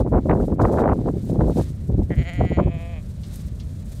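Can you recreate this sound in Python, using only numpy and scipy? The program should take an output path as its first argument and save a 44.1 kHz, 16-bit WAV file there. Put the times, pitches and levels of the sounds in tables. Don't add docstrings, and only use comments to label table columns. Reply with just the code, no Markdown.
import sys
import numpy as np
from scipy import signal
from scipy.fft import rfft, irfft
from scipy.io import wavfile
from scipy.ndimage import map_coordinates

SR = 44100
rng = np.random.default_rng(int(sys.argv[2]) if len(sys.argv) > 2 else 0)


def inscribe(sig):
    pcm = np.round(np.clip(np.atleast_2d(sig).T, -1, 1) * 32767)
    wavfile.write(sys.argv[1], SR, pcm.astype(np.int16))


N = 176400
TIME_S = np.arange(N) / SR
FREQ_HZ = np.fft.rfftfreq(N, 1 / SR)


def amp(db):
    return 10 ** (np.asarray(db) / 20)


def unit(x):
    return x / np.sqrt(np.mean(x ** 2) + 1e-20)


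def curve(rows, column=1):
    rows = np.array(rows)
    return np.interp(TIME_S, rows[:, 0], rows[:, column])


def spectrum_gain(spectrum, hz):
    points_hz, db = np.transpose(spectrum)
    return amp(np.interp(np.log(hz + 1), np.log(points_hz), db))


def tint(x, spectrum):
    return unit(irfft(rfft(x) * spectrum_gain(spectrum, FREQ_HZ), N))


def lowpass(x, hz, order=4):
    return irfft(rfft(x) / (1 + (FREQ_HZ / hz) ** order), N)


def bandpass(x, low_hz, high_hz):
    return signal.sosfilt(signal.butter(2, [low_hz, high_hz], "band", fs=SR, output="sos"), x)


def wander(hz):
    return unit(lowpass(rng.standard_normal(N), hz))


def swell(start_s, hold_s, rise_s, fall_s):
    return np.exp(np.minimum(TIME_S - start_s, 0) / rise_s
                  - np.maximum(TIME_S - start_s - hold_s, 0) / fall_s)


# (start [s], hold [s], strength [dB], thump [dB])
WIND_GUSTS = [(0, .015, -21, -18.5), (0.051, 0.031, -32, -28), (0.128, .055, -15, -15),
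              (0.259, 0.027, -29, -32.5), (0.296, 0.035, -13, -15.5), (0.344, 0.099, -25, -21),
              (0.481, 0.014, -25, -29), (0.521, 0.0098, -21.5, -21), (.594, .068, -14, -15),
              (0.674, 0.092, -21.5, -26), (0.771, .11, -15, -39), (0.887, 0.04, -15, -18),
              (0.951, 0.093, -34, -30), (1.06, 0.039, -23, -37), (1.14, 0.034, -32, -32),
              (1.3, 0.086, -31, -21.5), (1.39, 0.13, -26, -21), (1.408, .003, -16, -37),
              (1.563, 0.043, -24, -19.5), (1.893, .055, -35, -20), (1.982, 0.044, -31.5, -17),
              (2.102, 0.02006, -30, -27), (2.176, 0.043, -38, -16.5), (2.394, .06, -27, -14),
              (2.412, 0.00372, -18, -25), (2.513, 0.0092, -25.5, -21), (2.575, 0.046, -24, -20),
              (2.593, 0.0045, -12.5, -15), (2.66, 0.019, -25, -14), (2.745, 0.033, -47.5, -30.5)]
# (time [s], strength [dB])
BREEZE_STRENGTH = [(0, -44), (1.3, -42), (1.7, -53), (2.5, -51), (2.9, -60)]
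# (frequency [Hz], density [dB])
EDDY_SPECTRUM = [(20, 5), (70, 0), (250, 4), (480, 2), (750, -6.5), (1050, -16), (1500, -31.5), (2200, -47),
                 (3000, -68.5), (8000, -100)]


def gusts(reference_db=-20, flutter_db=4, eddy_db=-18):
    speed_db_per_db, pressure_db_per_db = .36, .32
    strength = amp(curve(BREEZE_STRENGTH))
    for start_s, hold_s, db, _ in WIND_GUSTS:
        strength = np.maximum(strength, amp(db) * swell(start_s, hold_s, rise_s=.005, fall_s=.009))
    gust_db = 20 * np.log10(strength) - reference_db + flutter_db * wander(hz=222.4)
    travel = np.cumsum(amp(speed_db_per_db * gust_db))
    eddies = tint(rng.standard_normal(N), EDDY_SPECTRUM)
    pressure = map_coordinates(eddies, [travel], order=3, mode="wrap")
    return pressure * amp(eddy_db + pressure_db_per_db * gust_db)


# (frequency [Hz], density [dB])
RUMBLE_SPECTRUM = [(25, -32), (60, -1), (170, -5), (250, -16), (700, -79)]
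THUMP_SPECTRUM = [(20, -16), (50, 4), (85, 2.5), (200, -5.5), (350, -24.5), (800, -76.5)]


def rumble(steady_db=-34):
    push = sum(amp(db) * swell(start_s, hold_s, rise_s=.01, fall_s=.01)
               for start_s, hold_s, _, db in WIND_GUSTS)
    steady = amp(steady_db) * tint(rng.standard_normal(N), RUMBLE_SPECTRUM)
    thumps = push * tint(rng.standard_normal(N), THUMP_SPECTRUM)
    return steady + thumps


# (time [s], level [dB])
RUSTLE_SWELLS = [(0.0, -51), (0.05, -66), (0.14, -65.5), (0.45, -54.5), (0.59, -70.5), (0.61, -55),
                 (0.81, -51.5), (0.84, -63.5), (1.31, -53.5), (1.39, -63), (1.61, -45.5), (1.76, -60.5),
                 (2.33, -61.5), (2.44, -62.5), (2.71, -68.5), (2.84, -56), (2.99, -62.5), (3.06, -57),
                 (3.17, -60.5), (3.36, -48.5), (3.55, -59.5), (3.84, -58), (3.93, -53), (3.99, -54.5)]
# (frequency [Hz], density [dB])
RUSTLE_SPECTRUM = [(300, -1.5), (1900, -0.5), (2800, -3), (3800, 2.5), (5200, -1), (9000, 0), (10200, -6),
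                   (11500, -4.5), (15700, -11.5)]
# (start [s], level [dB], centre [Hz], decay [s])
RUSTLE_SNAPS = [(.617, -45, 5000, 0.0095), (2.335, -47, 7940, .004), (3.234, -48, 3873, 0.014),
                (3.357, -40, 9990, 0.0051), (3.599, -46, 3890, 0.017)]


def rustle(trim_db=-1, crackles_per_s=310, crackle_db=-9, spread_db=4, flicker_db=2.5):
    clicks = (rng.random(N) < crackles_per_s / SR) * rng.choice([-1, 1], N)
    crackle = unit(clicks * amp(spread_db * np.minimum(rng.exponential(1, N), 4)))
    hiss = tint(rng.standard_normal(N) + amp(crackle_db) * crackle, RUSTLE_SPECTRUM)
    body = lowpass(hiss, hz=5000)
    out = sum(part * amp(flicker_db * wander(hz=29.7)) for part in (body, hiss - body))
    out *= amp(trim_db + curve(RUSTLE_SWELLS))
    for start_s, db, hz, decay_s in RUSTLE_SNAPS:
        burst = unit(bandpass(rng.standard_normal(N), hz * .69, hz * 1.44))
        out += amp(db) * burst * (TIME_S >= start_s) * np.exp(-abs(TIME_S - start_s) / decay_s)
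    return out


# (frequency [Hz], density [dB])
AIR_SPECTRUM = [(600, 4.5), (800, -8.5), (2200, -15.5), (15000, -52.5)]


def distant_air(level_db=-52):
    return amp(level_db) * tint(rng.standard_normal(N), AIR_SPECTRUM)


# (time [s], pitch [Hz], effort [dB])
BLEAT_CONTOUR = [(2.1, 158.2, -44), (2.112, 177.1, -42), (2.138, 172.8, -39.5), (2.152, 144, -51),
                 (2.175, 146, -44.5), (2.2, 164.7, -44), (2.222, 174.1, -38.5), (2.238, 159, -49),
                 (2.255, 165.9, -41.5), (2.292, 179.7, -37), (2.312, 165.1, -44), (2.352, 180.7, -40),
                 (2.38, 175.1, -42), (2.43, 180, -44.5), (2.57, 177, -43.5), (2.625, 170, -49),
                 (2.66, 172.3, -51.5), (2.69, 170.2, -52), (2.75, 168.6, -47.5), (2.775, 162, -49.5),
                 (2.81, 169.1, -49.5), (2.92, 170.7, -51.5), (2.96, 159.4, -50), (2.995, 149.1, -49.5)]
# (frequency [Hz], gain [dB])
FORMANTS_OPENING = [(170, -8), (600, 5), (1000, -14), (1500, -9.5), (1950, 7.5), (2600, -17), (3100, -14),
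                    (5000, -51)]
FORMANTS_OPEN = [(350, -14), (650, 6), (1000, -17), (1450, -9), (1780, -7.5), (1980, 6), (2330, -1),
                 (2650, -10.5), (3150, -6), (3500, -19.5), (4400, -18), (5000, -32), (6300, -38),
                 (6900, -15.5), (7700, -44), (11000, -45)]
FORMANTS_CLOSING = [(350, -2), (510, 12.5), (680, 15), (860, -0.5), (1190, -0.5), (1380, -13), (1750, -1),
                    (2050, 0.5), (2540, 7.5), (2750, -8), (3150, -1), (5000, -27), (6300, -43), (7000, -10),
                    (8000, -46)]


def sheep(trim_db=-.5, shimmer_db=1.2, treble_db_per_db=.39, attack_s=.0061, release_s=.045):
    open_s, close_s, move_s = 2.16, 2.61, .05
    drive = vocal_folds(curve(BLEAT_CONTOUR))
    opened, closed = (np.clip((TIME_S - s) / move_s + .5, 0, 1) for s in (open_s, close_s))
    voice = ((1 - opened) * throat(drive, FORMANTS_OPENING)
             + (opened - closed) * throat(drive, FORMANTS_OPEN)
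             + closed * throat(drive, FORMANTS_CLOSING))
    times_s, _, efforts_db = np.transpose(BLEAT_CONTOUR)
    effort_db = curve(BLEAT_CONTOUR, column=2) + shimmer_db * wander(hz=40)
    body = lowpass(voice, hz=3200, order=8)
    treble = (voice - body) * amp(treble_db_per_db * (effort_db - efforts_db.mean()))
    fade_in = (TIME_S - times_s[0]) / attack_s
    fade_out = (times_s[-1] - TIME_S) / release_s + .5
    gate = np.clip(np.minimum(fade_in, fade_out), 0, 1)
    return (body + treble) * gate * amp(trim_db + effort_db)


def vocal_folds(pitch_hz, harmonics=69, jitter=.006, rasp_db=-17):
    phase = (np.cumsum(pitch_hz * (1 + jitter * wander(hz=84.46))) / SR) % 1
    pulses = unit(sum(np.cos(2 * np.pi * k * phase) for k in range(1, harmonics + 1)))
    rasp = unit((.3 + np.exp(-phase / .25)) * rng.standard_normal(N))
    return pulses + amp(rasp_db) * rasp


def throat(drive, formants, size=4096):
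    log_gain = np.log(spectrum_gain(formants, abs(np.fft.fftfreq(size, 1 / SR))))
    impulse = np.fft.ifft(np.exp(np.conj(signal.hilbert(log_gain)))).real
    voice = signal.oaconvolve(drive, impulse[:size // 2])[:N]
    return voice / np.std(bandpass(voice, low_hz=1700, high_hz=4500))


def reflections(x, level_db=-16, t60_s=.13, delay_s=.003):
    t = TIME_S[:SR // 2]
    tail = rng.standard_normal(len(t)) * amp(-60 * t / t60_s) * (t > delay_s)
    return amp(level_db) * signal.oaconvolve(x, tail / np.linalg.norm(tail))[:N]


def scene(wind_ceiling=1.4, fade_in_s=.003):
    bleat = sheep()
    air = distant_air()
    wind = wind_ceiling * np.tanh((gusts() + rumble()) / wind_ceiling)
    wind *= np.minimum(TIME_S / fade_in_s, 1)
    return (wind + rustle() + air + bleat + reflections(bleat))[None]


def record(dry):
    low_hz, high_hz = 40, 15700
    bass_cut = signal.butter(3, low_hz, "high", fs=SR, output="sos")
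    treble_cut = signal.firwin(511, high_hz, window=("kaiser", 9), fs=SR)
    return signal.oaconvolve(signal.sosfilt(bass_cut, dry), treble_cut[None], "same")


dry = scene()
out = record(dry)
inscribe(out)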